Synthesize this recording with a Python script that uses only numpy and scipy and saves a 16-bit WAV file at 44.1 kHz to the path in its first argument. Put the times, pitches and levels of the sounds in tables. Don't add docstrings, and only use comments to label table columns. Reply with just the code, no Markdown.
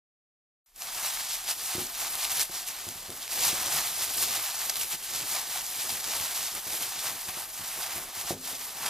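import sys
import numpy as np
from scipy import signal
from scipy.fft import rfft, irfft, next_fast_len
from scipy.io import wavfile
from scipy.ndimage import uniform_filter1d

SR = 44100
rng = np.random.default_rng(int(sys.argv[2]) if len(sys.argv) > 2 else 0)


def amp(db):
    return 10 ** (np.asarray(db, float) / 20)


def store_pcm(level_fs):
    pcm = np.round(np.clip(level_fs, -1, 1) * 32767).astype(np.int16)
    wavfile.write(sys.argv[1], SR, np.atleast_2d(pcm).T)


N = 392049
SIZE = next_fast_len(N + 8192, True)
HZ = np.arange(SIZE // 2 + 1) * SR / SIZE
TIME = np.arange(N) / SR
PORT_LAG_US, LAG_SPREAD_US = 21, 9


def unit(x):
    return x / np.sqrt(np.mean(x ** 2))


def shape(points):
    hz, db = np.transpose(points)
    return amp(np.interp(np.log(HZ + 1), np.log(hz), db))


def through(x, response):
    return irfft(rfft(x, SIZE) * response, SIZE)[..., :N]


def resonance(hz, width_hz):
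    return 1j * HZ * width_hz / (hz ** 2 - HZ ** 2 + 1j * HZ * width_hz)


def walk(rate):
    hold = max(int(SR / rate), N // 4000)
    levels = rng.standard_normal(4096)[:N // hold + 1]
    steps = np.repeat(levels, hold)[:N]
    return unit(uniform_filter1d(uniform_filter1d(steps, hold), hold))


def ports(x, lag_us):
    half = np.pi * HZ * lag_us / 1e6
    return through(x, np.array([np.cos(half), -1j * np.sin(half)]))


# frequency in Hz, relative density in dB per Hz.
RUMBLE_COLOUR = [(12, -33), (24, -7), (33, -2.5), (42, -5), (60, -25), (90, -29.5)]


def kitchen():
    rumble = unit(through(rng.standard_normal(N), shape(RUMBLE_COLOUR)))
    return amp(-60.5 + 0.64 * walk(3.35)) * rumble


# time in seconds, level in dB against the crinkle.
PRESS = [(.8, -16), (1.1, -22), (1.9, -19), (2.5, -18.5), (3.0, -14), (3.55, -15.5), (3.95, -15),
         (4.2, -16.5), (4.5, -19), (5.3, -16), (6.33, -16), (6.7, -15.5), (7.3, -14), (8.89, -12.5)]
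# frequency in Hz, relative density in dB per Hz.
MURMUR_COLOUR = [(29, -28), (50, -12), (59, -2.5), (97, 0.5), (232, -2), (294, -1.5), (356, 0.5), (495, 0),
                 (569, 0.5), (613, -11), (640, 3.5), (830, -33), (1410, -120)]


def pressing(level_db):
    smooth_s, side_db = .08, -30
    followed_db = uniform_filter1d(level_db, int(smooth_s * SR))
    db = followed_db + np.interp(TIME, *np.transpose(PRESS))
    lumps = amp(0.5 * walk(18) + 2.94 * walk(45)) * rng.standard_normal((2, N))
    murmur = unit(through(lumps, shape(MURMUR_COLOUR)))
    return amp(db + np.array([[0], [side_db]])) * murmur


# start in seconds, peak in dB before the bass cut, contact in ms,
# favoured pitch in Hz, t60 in seconds that the grip alone allows.
KNOCKS = [(1.751, -26, 2.6, 350, 0.57), (1.781, -23.5, 2.7, 355, 0.23), (1.82, -37.5, 2.8, 371, .6),
          (2.4963, -35, 1.4, 230, .12), (2.868, -35, 2, 96.9, .4), (2.8798, -35, 1.8, 200, 0.28),
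          (2.955, -42, 2.4, 104, .5), (3.0835, -39, 1.7, 110, .4), (3.094, -31, 1.5, 250, 0.51),
          (3.468, -38, 1.5, 72.7, 0.31), (3.529, -28.5, 2.5, 353, 0.23), (3.664, -37, 1.2, 143, .4),
          (3.746, -35, 3, 218, .6), (5.321, -43, 1.5, 94.2, .5), (5.922, -39, 3.5, 107, 0.23),
          (6.204, -39, 4.5, 108, .3), (6.667, -35, 0.73, 380, .5), (7.2752, -42, 2.4, 108, 0.22),
          (7.287, -36, 2.4, 130, 0.18), (7.3707, -35.5, 2, 358, 0.22), (7.594, -40, 3.2, 116, .3),
          (7.606, -40, 3.3, 110, .2), (7.959, -34, 2.3, 91.5, 0.21), (7.977, -33, 2.1, 330, .25),
          (8.172, -42, 2.4, 75.4, .4), (8.307, -17, 1, 300, 0.13), (8.327, -30.5, 2.1, 230, 4.5),
          (8.346, -36, 2.3, 164, .3)]
# frequency in Hz, level in dB before the place of the blow counts,
# t60 in seconds before the grip.
BOWL_MODES = [(101, -1, .3), (160.2, -8, 0.59), (199, 0.5, 0.081), (259, -8, 2.3), (345, -1.5, 0.16),
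              (365.4, 1, 0.34), (416, -15, 0.21), (473, -2, 0.37), (562, 0, 0.56), (694, 15.5, 0.035),
              (980, -17, .1)]


def knocks():
    length = SR // 2
    contact = 441
    rattle_db, tap_db = -8, -18
    out, t = np.zeros(N + length), np.arange(length) / SR
    hz, db, t60 = np.transpose(BOWL_MODES)[:, :, None]
    rings = np.sin(2 * np.pi * hz * t) * np.exp(-np.log(1000) * t / t60)
    shudder = rng.standard_normal((len(KNOCKS), length)) * np.exp(-t / 0.05)
    for (s, peak_db, ms, spot_hz, grip_t60), rattle in zip(KNOCKS, shudder):
        push = np.sin(np.pi * np.clip(t[:contact] * 1000 / ms, 0, 1)) ** 2
        grip = np.exp(-np.log(1000) * t / grip_t60)
        share = amp(db - 4.9 * np.abs(np.log2(hz / spot_hz)))[:, 0]
        b, a = signal.iirpeak(max(spot_hz, 200), .8, SR)
        rattle = signal.lfilter(b, a, rattle)
        ring = share @ rings * grip / share.sum() + amp(rattle_db) * rattle
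        ring = signal.fftconvolve(ring, push)[:length]
        blow = -ring / np.abs(ring).max()
        click = np.gradient(push)
        blow[:contact] += amp(tap_db) * click / np.abs(click).max()
        out[int(s * SR):][:length] += amp(peak_db) * blow
    return through(out[:N], (HZ / (HZ - 75j)) ** 2)


# start in seconds, peak in dB before the bass cut, pitch in Hz.
SNAPS = [(0.761, -31, 7730), (0.821, -18, 4640), (0.947, -25, 7590), (1.061, -16, 3760), (1.492, -24, 6190),
         (2.0104, -25, 4010), (2.154, -15, 4830), (2.25, -13, 3450), (2.2864, -30, 4630),
         (2.3955, -10, 10000), (2.4153, -15, 7420), (2.5183, -27, 5710), (2.6858, -19, 10300),
         (2.8883, -20.5, 10900), (3.103, -20, 8650), (3.2784, -20, 4260), (3.6604, -14.5, 8150),
         (4.6964, -9, 5200), (4.6998, -15, 9000), (4.7567, -15, 3250), (4.7678, -15, 6960),
         (4.8125, -14, 3730), (4.8344, -16, 4470), (5.0375, -25, 6170), (5.369, -25, 5240),
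         (5.5745, -19, 10300), (5.665, -18.5, 4560), (5.894, -20, 5500), (6.042, -17, 7720),
         (6.551, -17, 8050), (7.2744, -25, 4580), (8.8688, -31, 4700)]


def snaps():
    length, swell_ms = 1024, 0.44
    out, t = np.zeros(N + length), np.arange(length) / SR
    chance = rng.standard_normal((len(SNAPS), 2, length))
    for (s, db, hz), (noise, spikes) in zip(SNAPS, chance):
        run = t * 1000 / swell_ms
        burst = noise * amp(3.0 * spikes) * run * np.exp(-run)
        b, a = signal.iirpeak(hz, 1.5, SR)
        burst = signal.lfilter(b, a, burst) + 0.62 * burst
        out[int(s * SR):][:length] += amp(db) * burst / np.abs(burst).max()
    thin = through(out[:N], (HZ / (HZ - 600j)) ** 2)
    return ports(thin, PORT_LAG_US)


# time in seconds, crinkle level in dB.
EFFORT = [(.66, -73), (.736, -74), (.764, -57.5), (.79, -52), (.82, -44), (.9, -45), (1.211, -39),
          (1.388, -43), (1.574, -43.5), (1.732, -37.5), (1.938, -46.5), (2.312, -37.5), (2.431, -36.5),
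          (2.463, -47.5), (2.87, -44.5), (3.048, -48), (3.302, -44), (3.324, -38.5), (3.762, -35),
          (3.926, -39), (4.388, -37), (4.49, -39), (4.588, -40.5), (4.848, -42.5), (5.008, -46.5),
          (5.162, -36.5), (5.24, -39.5), (5.462, -43), (5.632, -44), (5.761, -38), (6.025, -42.5),
          (6.045, -38.5), (6.138, -37), (6.351, -40.5), (6.614, -45), (6.812, -39.5), (7.218, -44),
          (7.488, -50.5), (7.6, -41.5), (7.74, -43), (8.102, -50.5), (8.401, -51), (8.448, -44),
          (8.738, -50), (8.89, -37)]
# time in seconds, share in dB.
IN_HOLLOW = [(.7, -8), (1.0, -7.5), (1.3, -10), (1.64, -9.5), (1.71, -7.5), (1.8, -8.5), (1.88, -7),
             (2.45, -10), (3.1, -6.5), (3.3, -10), (3.75, -6.5), (4.1, -11.5), (4.5, -8), (5.0, -11.5),
             (6.0, -9), (6.2, -8.5), (6.8, -9), (8.1, -7), (8.45, -10.5), (8.89, -3)]
# time of the peak in seconds, peak in dB, length in ms (between the points at 1/e of the power),
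# share ringing in the hollow in dB.
SWELLS = [(.974, -39.5, 75, -9), (1.067, -36, 57, -8.5), (1.329, -37.5, 59, -17), (1.503, -33, 40, -10.5),
          (2.036, -37.5, 100, -9), (2.229, -37, 51, -13), (2.41, -30.5, 28, -18), (2.563, -42.5, 73, -12),
          (2.693, -40.5, 43, -11.5), (3.46, -30, 86, -12.5), (4.027, -36.5, 42, -9),
          (4.232, -34.5, 53, -11.5), (4.699, -32, 8, -8), (4.818, -35, 33, -15), (4.933, -37, 40, -8.5),
          (5.346, -38.5, 137, -6.5), (5.547, -40, 117, -7), (5.82, -37, 40, -25), (5.904, -40.5, 140, -19),
          (6.414, -40, 110, -17), (6.57, -42, 28, -3.5), (6.715, -41, 85, -12), (7.07, -40.5, 73, -4),
          (7.297, -45, 32, -2), (7.4, -45, 105, -4.5), (7.822, -41, 52, -12), (7.942, -43, 210, -4),
          (8.193, -43.5, 126, -6), (8.299, -38.5, 62, -9), (8.52, -45.5, 59, -6), (8.65, -45, 103, -9.5),
          (8.865, -36.5, 16, -7)]


def hand():
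    t = TIME[::64]
    steady_db = np.interp(t, *np.transpose(EFFORT))
    steady_hollow_db = steady_db + np.interp(t, *np.transpose(IN_HOLLOW))
    s, db, ms, hollow_db = np.transpose(SWELLS)[:, :, None]
    swells = amp(2 * db) * np.exp(-((t - s) * 2000 / ms) ** 2)
    whole = amp(2 * steady_db) + swells.sum(axis=0)
    hollow = amp(2 * steady_hollow_db) + (amp(2 * hollow_db) * swells).sum(axis=0)
    return [np.interp(TIME, t, 10 * np.log10(power)) for power in (whole, hollow)]


def buckling(scatter_db, tick_db, rip_ms):
    clicks = 24000
    slide_db = 2
    when, size, sign, patch = rng.random((clicks, 4)).T
    sizes_db = np.minimum(-scatter_db * np.log(size + 1e-9), 16)
    sizes = amp(sizes_db) * np.sign(sign - .5)
    pitches = 1400 * 2 ** np.arange(0, 3.6, .7)
    places = [-1.5, .9, -.3, 1.5, -.9, .3]
    keep = np.exp(-1000 / (rip_ms * SR))
    out = 0
    for k, hz in enumerate(pitches):
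        own = (patch * len(pitches)).astype(int) == k
        train = np.bincount((when[own] * N).astype(int), sizes[own], N)
        rip_power = signal.lfilter([1], [1, -keep], train ** 2)
        strength = np.sqrt(rip_power / rip_power.mean() + amp(slide_db) ** 2)
        rip = strength * rng.standard_normal(N)
        ringing = through(amp(tick_db) * unit(train) + rip, .35 + resonance(hz, .7 * hz))
        sound = amp((1.3 + 0.21 * k) * walk(33)) * ringing
        out = out + ports(unit(sound), PORT_LAG_US + LAG_SPREAD_US * places[k])
    return out


# frequency in Hz, relative density in dB per Hz.
FILM_COLOUR = [(350, -37.5), (600, -11.5), (754, -5.5), (961, -3), (1130, -6), (1910, -3), (4520, 2),
               (8870, 1), (11900, 4), (14400, 1.5), (15000, -5.5)]
# frequency in Hz, width in Hz, gain in dB.
HOLLOW = [(713, 370, -3), (1154, 320, -6.5)]


def bag(level_db, hollow_db):
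    usual_db, bright_db_per_db = -37.5, -.15
    harder_db = np.maximum(level_db, -50) - usual_db
    bright_db = -0.4 + bright_db_per_db * harder_db + 0.84 * walk(10)
    film = buckling(scatter_db=1.5, tick_db=-3, rip_ms=0.71)
    film = amp(0.11 * walk(30) + 0.88 * walk(80)) * film
    power = uniform_filter1d(np.abs(rfft(film[0], SIZE)) ** 2, 4001)
    film = through(film, shape(FILM_COLOUR) / np.sqrt(power))
    top = 1 / (1 + (9000 / (HZ + 1)) ** 8)
    deep = 1 / (1 + (HZ / 1900) ** 4)
    echo = sum(amp(db) * resonance(hz, width_hz) ** 2 for hz, width_hz, db in HOLLOW)
    hollow = unit(through(film, deep * (1 + echo)))
    middle = unit(through(film, 1 - top - deep))
    treble = unit(through(film, top))
    mix = amp(level_db) * (middle + amp(bright_db) * treble) + amp(hollow_db) * hollow
    return mix * (TIME > EFFORT[0][0])


# frequency in Hz, gain in dB.
WIDTH = [(100, -3), (300, 4), (1000, -1), (2000, -1), (3200, -1), (4800, -4.5), (5600, -1.5), (14000, 0.9)]


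def scene():
    fade = np.clip((TIME - .66) / 0.15, 0, 1) ** 0.84
    level_db, hollow_db = hand()
    mid, side = bag(level_db, hollow_db) + snaps() + fade * pressing(level_db)
    mid = mid + knocks() + fade * kitchen()
    side = through(side, shape(WIDTH))
    return np.array([mid + side, mid - side])


def roll_off(x):
    return signal.sosfilt(signal.butter(12, 16030, fs=SR, output="sos"), x)


def record(dry):
    top_hz, start_s = 15150, .645
    mix = through(dry, HZ < top_hz) * (TIME > start_s)
    return roll_off(mix)


dry = scene()
out = record(dry)
store_pcm(out)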